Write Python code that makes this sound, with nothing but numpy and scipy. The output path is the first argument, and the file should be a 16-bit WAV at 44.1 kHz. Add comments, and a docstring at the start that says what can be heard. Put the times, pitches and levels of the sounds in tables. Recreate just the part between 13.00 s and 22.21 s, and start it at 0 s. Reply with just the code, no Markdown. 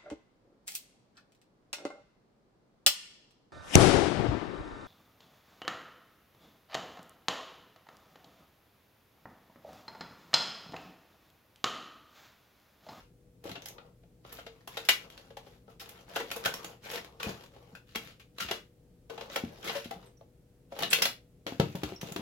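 """A small workshop with a low steady hum, where each handling sound gets a short echo.
On a bench, hands work the thin plastic lid off a foam tray and stow it in a cardboard box.
Sliding foam, plastic and sleeve are streams of tiny slips; squeaks are short unsteady tones.
Tray and box knock as decaying modes, the freed lid rings, and snaps are filtered noise flurries.
Two close microphones share the bass and differ in the treble."""
import sys
import numpy as np
from scipy import signal
from scipy.fft import rfft, irfft
from scipy.io import wavfile
from scipy.ndimage import uniform_filter1d, map_coordinates

SR = 44100
rng = np.random.default_rng(int(sys.argv[2]) if len(sys.argv) > 2 else 0)


def transcribe(signal):
    """Save signal, clipped to [-1, 1], as a 16-bit WAV file at the path in sys.argv[1]."""
    frames = np.atleast_2d(signal).T
    limited = np.clip(frames, -1, 1)
    pcm = np.round(limited * 32767).astype(np.int16)
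    wavfile.write(sys.argv[1], SR, pcm)


N = 406161

# steady ventilation noise, spectral shape: f/Hz, relative density/dB
AIR_COLOUR = [(20, -27), (35, -5.5), (54, -2.5), (85, -8.5), (120, -6), (180, -5), (215, -12), (260, -11),
              (330, -14), (490, -16.5), (680, -25), (1000, -35), (5000, -42), (15500, -44)]
# hum of a motor in the room: f/Hz, rms level/dB
MOTOR_HUM = [(120, -68), (257, -80), (486, -73)]
# decay of the workshop: f/Hz, t60/s
ROOM_DECAY = [(100, 0.53), (320, 0.25), (840, 0.21), (2200, 0.23), (5800, 0.21), (14000, 0.19)]
# colour of the microphone pair: f/Hz, left minus right/dB
MIC_BALANCE = [(100, 1.3), (500, 4), (1200, 1.5), (2500, 5), (4500, 1), (7500, -5.5), (14000, -4)]
# stereo width: f/Hz, gain of the difference signal/dB
MIC_WIDTH = [(120, -15), (250, -12), (500, -6.5), (1000, -2), (2000, 0.5), (15000, 2.5)]
# where the hands work, box on the right or tray in the middle: t/s, delay of the left microphone/ms
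HAND_PLACE = [(0.9, 0.2), (1.2, -0.047), (5.7, -0.074), (6.5, .14), (8.1, 0.15), (8.5, 0.17)]
# how the thin shell radiates: f/Hz, level/dB
SHELL_COLOUR = [(100, -35.5), (250, -9.5), (330, -7.5), (450, -2.5), (650, -5.5), (950, -7.5), (1500, -4),
                (2400, -4.5), (3400, -3), (5000, -10), (7000, -14.5), (8700, -24.5), (11500, -17.5),
                (15500, -23)]
# resonances of the tray's air pockets and walls: f/Hz, width/Hz, level/dB
TRAY_POCKETS = [(455.6, 17, 7.5), (555, 60, 1), (825, 13, 4.5), (1581, 82, 0), (2050, 210, -0.5),
                (2860, 260, 2), (3420, 80, 1)]
# colour of sliding foam and plastic: f/Hz, level/dB
SCUFF_COLOUR = [(300, -7.5), (800, -16), (1300, 3), (2500, 0.5), (3700, -1.5), (5000, -5), (7000, -9.5),
                (8700, -20), (11500, -11.5), (15500, -15.5)]
# colour of the hollow body under a stroke: f/Hz, level/dB
HOLLOW_COLOUR = [(60, -19.5), (170, 2.5), (300, -9.5), (450, -4), (800, -8), (1200, -12), (2500, -49.5),
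                 (8000, -64.5)]
# strokes of lid, foam and sleeve, levels before the layer trims: t/s, held/s, scuff/dB, hollow body/dB
SLIDE_STROKES = [(0, 0.008, -59.5, -61.5), (0.462, 0.014, -53.5, -41.5), (0.53, 0.34, -73, -55),
                 (1.265, 0.14, -56, -54.5), (1.52, 0.11, -69.5, -65), (1.71, 0.33, -54.5, -56.5),
                 (2.02, 0.068, -75, -55.5), (2.12, 0.18, -64, -59.5), (2.44, 0.11, -64.5, -60),
                 (2.694, 0.019, -64, -57), (2.85, 0.16, -58.5, -55), (3.091, 0.48, -54, -49),
                 (3.157, 0.0089, -43, -45), (3.359, 0.013, -54, -43), (3.445, 0.019, -45, -36.5),
                 (3.56, .15, -54, -49.5), (3.848, 0.13, -45.5, -46.5), (4.01, 0.21, -70, -57),
                 (4.243, 0.057, -43.5, -37.5), (4.35, 0.1, -60, -53.5), (4.52, 0.24, -68, -58.5),
                 (4.88, 0.051, -63, -88), (5.018, 0.083, -55.5, -58.5), (5.408, 0.0093, -36, -48),
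                 (5.489, 0.072, -49, -57), (6.12, 0.16, -59, -49.5), (6.319, 0.023, -46.5, -48),
                 (6.44, 0.22, -58.5, -53), (6.643, 0.018, -39.5, -40.5), (6.68, 0.091, -43.5, -45.5),
                 (6.82, 0.052, -57, -62), (6.94, 0.13, -63.5, -55.5), (7.727, 0.085, -56.5, -53.5),
                 (7.804, 0.015, -40, -37), (7.917, 0.044, -45, -41), (8.009, 0.059, -57, -43.5),
                 (8.491, 0.051, -51.5, -54), (8.62, .33, -56.5, -57), (8.88, 0.01, -51.5, -46.5),
                 (9.03, 0.076, -51.5, -45), (9.19, .02, -54, -45)]
# plastic sticking and slipping on plastic: t/s, rms level/dB, mean pitch f/Hz, length/ms
SQUEAK_EVENTS = [(7.055, -71.5, 8420, 27), (7.166, -71.5, 5850, 20), (7.901, -37, 8340, 8.6),
                 (8.96, -49, 5700, 7), (9.005, -54, 6060, 21)]
# modes of the box on the bench: f/Hz before the grip detunes them, level/dB, t60/s
BOX_MODES = [(96.5, -3.5, 0.21), (130, -11, 0.32), (175.7, -0.5, 0.16), (203, -1, 0.16), (266, -7, 0.13),
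             (308, -7, 0.34), (355.8, -2, 0.072), (404, -12.5, 0.09), (500, -5.5, 0.1), (683, -2, 0.13),
             (787, -7, 0.079)]
# knocks of tray and box: t/s, energy before trim/dB, contact before softness scaling/ms, struck wall f/Hz
KNOCK_EVENTS = [(0.455, -13.5, 0.4, 319), (0.496, -14.5, 2.7, 272), (0.515, -15.5, 6, 131),
                (0.579, -21, 1.5, 285), (3.461, -16, 7.2, 107), (4.264, -9, 7.1, 58), (4.268, -5, 3.7, 197),
                (4.292, -14, 1.2, 177), (4.733, -22, 3.2, 179), (4.958, -14, 1.5, 219),
                (5.063, -22.5, 5.6, 159), (5.415, -19.5, 4, 187), (5.449, -13, 2.9, 69.4),
                (5.51, -11, 0.4, 368), (6.437, -2, 3.5, 239), (6.858, -12.5, 2.1, 239),
                (6.962, -18, 2.1, 173), (7.833, -16, 1.2, 315), (7.932, -16.5, 1.3, 170),
                (8.019, -12, 0.9, 473), (8.465, -10.5, 1.3, 296), (8.523, -8.5, 0.55, 256),
                (8.598, 9.5, 3, 151), (8.75, -5, 1.9, 167), (8.833, -3, 3.2, 308), (8.837, -6, 12, 68),
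                (8.922, -10.5, 1.2, 372), (9.031, -7, 1.2, 152), (9.117, -11.5, 2, 161.8),
                (9.161, -7.5, 2.8, 313), (9.194, -9.5, 2, 234)]
# modes of the free lid: f/Hz, level before the contact mutes it/dB, t60/s
LID_MODES = [(1468, 15, 0.054), (1570, 14, 0.049), (2506, 10, 0.0922), (2700, -2.5, 0.09),
             (4940, 7.5, 0.055)]
# flicks of the freed lid: t/s, energy/dB, contact/ms
FLICK_EVENTS = [(3.461, -8, 1.5), (4.7511, -21, 0.14)]
# how far the panel that gave way stands out, weakest around 3 kHz: f/Hz, peak/dB
PANEL_PEAK = [(450, 9.5), (1500, 13), (3000, 6), (6000, 12)]
# snaps of lid and tray: t/s, 1-6 kHz energy before trim/dB, hollow body tilt/dB, crisp top tilt/dB,
# ringing panel f/Hz, length (half the time the main burst's shape takes to fall to 1/e)/ms
SNAP_EVENTS = [(0.439, -26, 10, 10, 406, 2.5), (0.4924, -18, 0.5, 3, 850, 1.8),
               (0.5143, -15.5, 2, 2, 4100, 1.9), (0.5528, -13.5, 6.5, -11, 2700, 6.8),
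               (0.6201, -22.5, -21, 1.5, 6140, 1.1), (0.6573, -15.5, -5, 12, 5210, 2),
               (0.684, -20.5, -22, 14.5, 6200, 2), (0.7812, -21, 7, -28, 1330, 2.8),
               (1.033, -42, 16, -12, 2180, 4.3), (1.2484, -24, 15, -21, 1320, 1.7),
               (1.325, -23.5, 5, 15.5, 13600, 2.7), (1.386, -18, 13, -1, 1400, 4.6),
               (1.4637, -18, 6, -5, 477, 4.7), (1.6741, -15.5, 7.5, 11, 1030, 3.2),
               (1.77, -6, 6.5, 1.5, 3700, 4.7), (1.8503, -20.5, -17, 10, 5070, 1.3),
               (1.8868, 12.5, -7, 2.5, 2310, 5), (2.1004, -24, -2, 4.5, 3220, 1.7),
               (2.176, -21.5, 3, 1.5, 4200, 2), (2.304, -30, 13.5, -7, 466, 3),
               (2.3682, -18.5, 9, 2.5, 820, 3.9), (2.465, -32, 15.5, -8.5, 440, 5.2),
               (2.678, -31, 27, -23, 1340, 3.7), (2.796, -15.5, -6.5, 8, 5200, 13),
               (2.812, -20, 8, 9, 1330, 11), (2.8907, -24.5, -12, 16, 1010, 2.3),
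               (3.159, -1.5, 10.5, 3, 1530, 5.8), (3.198, -8, 13, -0.5, 1970, 7.3),
               (3.303, -16.5, -7, -2, 2380, 1.4), (3.3129, -6, 1, 8, 2530, 3.6),
               (3.361, -15, 5.5, 14, 450, 5.3), (3.448, -3, -16, 4, 1660, 6.5),
               (3.4574, 4, 2.5, 5, 1540, 2.6), (3.539, -9.5, 5, 10.5, 5530, 1.4),
               (3.644, -14.5, 4.5, 9, 6750, 2.5), (3.9117, -17, -5, 13.5, 426, 5.1),
               (3.931, -9.5, 6.5, 5, 497, 17), (3.974, -13, 7, 1, 1850, 8), (4.0457, -21, 6, 3, 440, 1.3),
               (4.198, -9.5, 4.5, -3, 1220, 8.8), (4.2291, -6.5, -5, 4.5, 2480, 2),
               (4.4355, -27, 6, 5, 970, 2.9), (4.562, -32, 17, -6, 418, 2.6),
               (4.7517, -23, -13, 5, 2590, 0.81), (4.949, -10, 5.5, -4, 2340, 3.6),
               (4.956, -4, -3, 4, 2260, 2.4), (5.1972, -24.5, -2, 2.5, 2470, 0.4),
               (5.383, -13, 2, 2.5, 3960, 2.1), (5.401, -3.5, -9, 1.5, 1310, 9.3),
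               (5.484, -9, 0, -11, 2220, 6.1), (5.5105, -1.5, 2.5, 1, 592, 3.7),
               (6.097, -16.5, 13, -1.5, 483, 6.4), (6.177, -17, 10.5, -9, 880, 3.4),
               (6.2092, -14, 4.5, -4, 530, 2.9), (6.2972, -20, 11, -8, 6170, 3.5),
               (6.3585, -0.5, 10, 3.5, 2100, 3.7), (6.6721, -7, -11, 2.5, 2050, 9),
               (6.692, -4.5, 0.5, -21, 770, 6.3), (6.749, -10, 7.5, 0, 557, 14),
               (6.842, -17, -15, 2, 3000, 7.7), (6.9086, -15, 11.5, 3, 810, 3.1),
               (7.209, -36.5, 24, 1, 837, 2.8), (7.7207, -23.5, 20.5, -8.5, 744, 2.8),
               (7.764, -22, 14, -8.5, 700, 1.5), (7.7883, -12, 4.5, 9, 700, 2.9),
               (7.822, -6.5, 8.5, 7, 760, 3.1), (7.8316, 0.5, -8, -4, 3900, 1.8),
               (7.907, -5, -27, 4.5, 10800, 11), (7.929, 10, -11, 5, 2650, 3.3),
               (7.986, -8, 5, 2, 4530, 1.3), (8.0197, 7, -6, 7, 5360, 4.4), (8.053, 3, -1.5, 6.5, 4250, 3),
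               (8.4661, -7.5, 6.5, -3, 392, 0.68), (8.5977, -1, 13, -3, 357, 1.85),
               (8.7526, -16.5, 11.5, 7.5, 389, 2.9), (8.8326, -8, 5.5, 2, 375, 3.7),
               (9.012, -14.5, -5, 8, 403, 3.1), (9.1202, -19, 6, 13, 7060, 2.7),
               (9.1611, -8.5, 8.5, 1, 383, 2.3)]

AIR_DB = -60.5  # rms of each noise stream before the streams are summed
EDGE_HZ = 16100  # upper band limit
TAPS = 4096  # length of filters and snaps, in samples
HZ = np.fft.rfftfreq(TAPS, 1 / SR)
GRIP_DB_PER_S = 743.5  # a stroke builds quickly as the surfaces catch
SAG_DB_PER_S = 5  # it eases while they slide
RELEASE_DB_PER_S = 288.5  # and dies as the hand lets go
CRINKLES_PER_S, CRINKLE_SIZE_DB = 45, 5  # ticks of the flexing sheet; dB per unit of random size
WALL_DB, WALL_T60_S = 10.5, 0.092  # the struck wall's own ring, next to the modes of the whole box


def gain(db):
    """Turns decibels into gain."""
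    return 10 ** (np.asarray(db) / 20)


def unit_rms(x):
    """Scales a sound to rms 1."""
    return x / np.sqrt(np.mean(x ** 2) + 1e-20)


def curve(points, hz):
    """Joins (f/Hz, value) points on a log-frequency axis."""
    f, value = np.transpose(points)
    return np.interp(np.log(hz + 1), np.log(f + 1), value)


def decay(t, t60):
    """Exponential fade that loses 60 dB in t60."""
    return np.exp(-np.log(1000) * t / t60)


def add(mix, s, sound):
    """Lays a sound into the mix at time s."""
    part = mix[:, max(round(s * SR), 0):][:, :sound.shape[-1]]
    part += sound[..., :part.shape[1]]


def causal(db):
    """Spectrum of the tightest causal (minimum-phase) response with this dB curve."""
    log_gain = np.r_[db, db[-2:0:-1]] * np.log(10) / 20
    return np.exp(np.conj(signal.hilbert(log_gain)))[:len(db)]


def coloured(x, db):
    """Filters each channel by a dB curve."""
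    response = irfft(causal(db))[None]
    return signal.oaconvolve(x, response, axes=1)[:, :x.shape[1]]


def bump(hz, width):
    """Shape of one resonance, height 1."""
    return 1 / (1 + (2 * (HZ - hz) / width) ** 2)


def peak_db(hz, width, db):
    """One resonance standing db above its surroundings."""
    return 10 * np.log10(1 + (gain(max(db, 0)) ** 2 - 1) * bump(hz, width))


def pockets():
    """Resonances of the tray's air pockets and walls, in dB."""
    return sum(db * bump(hz, width) for hz, width, db in TRAY_POCKETS)


def drift(count):
    """Slow random motion of rms 1, smoothed twice over count samples."""
    once = uniform_filter1d(rng.standard_normal(N), count)
    return unit_rms(uniform_filter1d(once, count))


def background(waver=.004):
    """Low ventilation noise, faint hiss and the motor's hum with a wavering pitch."""
    air = gain(AIR_DB) * unit_rms(coloured(rng.standard_normal((3, N)), curve(AIR_COLOUR, HZ)))
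    hum = np.zeros(N)
    for hz, db in MOTOR_HUM:
        pitch = hz * (1 + waver * drift(count=2500))
        hum += gain(db) * unit_rms(np.sin(2 * np.pi * np.cumsum(pitch) / SR))
    return air[:2] + .5 * air[2] + hum  # the third stream is common to both channels


def room(x, wet_db=-3, build_s=0.0023):
    """Sparse reflections from bench and walls, each band dying at its own speed."""
    taps, grid = np.zeros((2, SR // 2)), np.arange(130, SR // 2 - 20, 10)
    at = grid + rng.integers(0, 10, (2, len(grid)))
    np.put_along_axis(taps, at, rng.choice([-1., 1.], at.shape), 1)
    hz, t, z = signal.stft(taps, SR, nperseg=256)
    z = z * decay(t, curve(ROOM_DECAY, hz)[:, None]) * (1 - np.exp(-t / build_s))
    tail = signal.istft(z, SR)[1]
    return gain(wet_db) * signal.fftconvolve(x, tail / np.linalg.norm(tail[0]), axes=1)[:, :N]


def pressure():
    """Gains of scuff and hollow body over time: every stroke catches, slides and lets go."""
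    t, power = np.arange(0, N, 32) / SR, 0
    for s, held, scuff_db, body_db in SLIDE_STROKES:
        grip_db = GRIP_DB_PER_S * np.minimum(t - s, 0)
        sag_db = SAG_DB_PER_S * np.clip(t - s, 0, held)
        release_db = RELEASE_DB_PER_S * np.maximum(t - s - held, 0)
        shape_db = np.maximum(grip_db - sag_db - release_db, -100)
        power = power + gain(shape_db + [[scuff_db], [body_db]]) ** 2
    return [np.interp(np.arange(N) / SR, t, np.sqrt(p)) for p in power]


def slips(per_s, size_db, count=18):
    """Tiny slips of uneven size, each ringing one small patch of the sheet for a few cycles."""
    out = np.zeros((2, N))
    for hz in np.geomspace(300, 15000, count):
        at = rng.integers(0, N, 9000)  # candidates, thinned to per_s on average at each pitch
        happens = rng.random(len(at)) < per_s * N / SR / len(at)
        size = gain(size_db * np.minimum(rng.exponential(1, len(at)), 3))
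        train = np.zeros((2, N))
        train[:, at] = happens * size * rng.standard_normal((2, len(at)))
        out += signal.lfilter(*signal.iirpeak(hz, 4, fs=SR), train)
    return unit_rms(out)


def wandering(x):
    """The contact point moves, so resonances swell and fade in patches of time and frequency."""
    z = signal.stft(x, SR, nperseg=512, noverlap=384)[2]
    patches = uniform_filter1d(rng.standard_normal(z.shape[1:]), size=3, axis=0)
    patches = unit_rms(uniform_filter1d(patches, size=10, axis=1))
    return signal.istft(z * gain(2.5 * patches), SR, nperseg=512, noverlap=384)[1][:, :N]


def crinkles(level_db=-6, ring_ms=3.5):
    """The sheet ticks at random as it flexes: tiny snaps with the colour of the shell."""
    size = gain(CRINKLE_SIZE_DB * np.minimum(rng.exponential(1, N), 3))
    ticks = size * (rng.random(N) < CRINKLES_PER_S / SR)
    envelope = signal.lfilter([1], [1, -np.exp(-1000 / (ring_ms * SR))], ticks)
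    noise = envelope * rng.standard_normal((2, N))
    return gain(level_db) * unit_rms(coloured(noise, curve(SHELL_COLOUR, HZ) + pockets()))


def rubs(scuff_db=-3, hollow_db=-3, slips_per_s=230, size_db=2.5, smooth=0.41):
    """Foam, plastic and cloth slide: clumped slips heard through the sheet and the hollow tray."""
    scuff_gain, body_gain = pressure()
    friction = slips(slips_per_s, size_db) + smooth * rng.standard_normal((2, N))
    friction = wandering(friction * gain(1.5 * drift(count=200)))  # the drift makes the clumps
    scuff = unit_rms(coloured(friction, curve(SCUFF_COLOUR, HZ) + pockets()))
    hollow = unit_rms(coloured(friction, curve(HOLLOW_COLOUR, HZ) + pockets()))
    sliding = gain(scuff_db) * scuff_gain * scuff + gain(hollow_db) * body_gain * hollow
    return sliding + scuff_gain * crinkles()


def squeaks(jitter=.035):
    """Plastic sticks and slips on plastic: short tones with an unsteady pitch."""
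    out, wobble = np.zeros((2, N)), drift(count=25)
    for s, db, hz, length_ms in SQUEAK_EVENTS:
        span = wobble[round(s * SR):][:round(length_ms * SR / 1000)]
        tone = np.sin(2 * np.pi * np.cumsum(hz * (1 + jitter * span)) / SR)
        add(out, s, gain(db) * unit_rms(tone * np.hanning(len(tone))))
    return out


def knocks(level_db=-1, spread=0.027, softness=0.12):
    """A soft push rings the box; a longer contact leaves only the low modes."""
    out, t = np.zeros((2, N)), np.arange(SR // 3) / SR
    hz, mode_db, t60 = np.transpose(BOX_MODES)[:, :, None]
    for s, db, contact_ms, wall_hz in KNOCK_EVENTS:
        detune = 1 + spread * rng.uniform(-2.1, 1, hz.shape)  # the grip shifts the modes
        ring = np.sum(gain(mode_db) * decay(t, t60) * np.cos(2 * np.pi * hz * detune * t), axis=0)
        ring += gain(WALL_DB - 60 * t / WALL_T60_S) * np.cos(2 * np.pi * wall_hz * t)
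        u = t * 1000 / (softness * contact_ms)
        push = u * np.exp(-u)
        thud = signal.fftconvolve(ring, push)[:len(t)]
        add(out, s, gain(db + level_db) * thud / np.linalg.norm(thud))
    return out


def flicks():
    """The freed lid's few modes ring out; a longer contact mutes the high ones."""
    out, t = np.zeros((2, N)), np.arange(SR // 4) / SR
    hz, mode_db, t60 = np.transpose(LID_MODES)[:, :, None]
    for s, db, contact_ms in FLICK_EVENTS:
        strength = gain(mode_db) / (1 + (2 * hz * contact_ms / 1000) ** 2)
        phase = rng.uniform(-1.4, 1, (2, len(LID_MODES), 1))
        ring = np.sum(strength * decay(t, t60) * np.sin(2 * np.pi * hz * t + phase), axis=1)
        add(out, s, gain(db) * ring / np.linalg.norm(ring[0]))
    return out


def snaps(level_db=-2.5, rise_ms=2.0, shared=0.22, ring_db=-18, ring_ms=14):
    """The shell buckles: a flurry of bending waves, coloured by the tray and the panel that gave way."""
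    out, ms = np.zeros((2, N)), np.arange(TAPS) * 1000 / SR
    band = (HZ > 1000) & (HZ < 6000)  # where the energy is set
    shell_db = curve(SHELL_COLOUR, HZ) + pockets()
    for s, db, body_db, top_db, panel_hz, length in SNAP_EVENTS:
        waves = rng.standard_normal((3, TAPS))
        stereo = np.sqrt(shared) * waves[2] + np.sqrt(1 - shared) * waves[:2]
        burst = np.exp(-(ms / (2 * length)) ** 2) + gain(ring_db) * np.exp(-ms / ring_ms)
        z = rfft((1 - np.exp(-ms / rise_ms)) * burst * stereo)
        # evens out the noise burst's random spectrum, so that the colour curves set the snap's sound
        z /= np.sqrt(uniform_filter1d(abs(z) ** 2, size=70))
        tilt_db = curve([(680, body_db), (1800, 0), (4500, 0), (11000, top_db)], HZ)
        ringing_db = peak_db(panel_hz, 45 + .055 * panel_hz, curve(PANEL_PEAK, panel_hz))
        # every grip brings out a few other modes of the sheet
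        grip_hz = np.geomspace(600, 5000, 7) * rng.uniform(.83, 1.2, 7)
        ringing_db += sum(peak_db(hz, 45, 6) for hz in grip_hz)
        z *= causal(shell_db + tilt_db + ringing_db)
        energy = np.mean(np.sum(abs(z[:, band]) ** 2, axis=1)) * 2 / TAPS
        add(out, s, gain(db + level_db) * irfft(z) / np.sqrt(energy))
    return out


def narrowed(x):
    """Two close microphones share the bass and differ in the treble."""
    mid = x.mean(axis=0)
    side = coloured((x[:1] - x[1:]) / 2, curve(MIC_WIDTH, HZ))[0]
    return np.array([mid + side, mid - side])


def placed(x):
    """Sound from one side reaches the far microphone a little later, so the left channel shifts."""
    sample = np.arange(N)
    late = np.interp(sample / SR, *np.transpose(HAND_PLACE)) * SR / 1000
    return np.array([map_coordinates(x[0], [sample - late], order=5), x[1]])


def scene(thud_room_db=-7, lowest_hz=85):
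    """Handling sounds, their echo in the workshop, and the background."""
    shell = snaps() + rubs() + flicks() + squeaks()
    # keeps the lowest rumble out of the knocks
    high_pass = signal.butter(2, lowest_hz, "high", fs=SR, output="sos")
    thuds = signal.sosfilt(high_pass, knocks())
    echo = room(shell + gain(thud_room_db) * thuds)
    return placed(narrowed(shell + thuds + echo)) + narrowed(background())


def record(dry):
    """The two microphone ports differ in colour at constant summed power; then the band limit."""
    lean = gain(curve(MIC_BALANCE, np.fft.rfftfreq(2 * N, 1 / SR)))
    ports = np.array([lean, np.ones_like(lean)]) * np.sqrt(2 / (1 + lean ** 2))
    pair = irfft(rfft(dry, 2 * N) * ports)[:, :N]
    low_pass = signal.firwin(401, EDGE_HZ, window=("kaiser", 8), fs=SR)
    return signal.oaconvolve(pair, low_pass[None], "same")


dry = scene()
out = record(dry)
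transcribe(out)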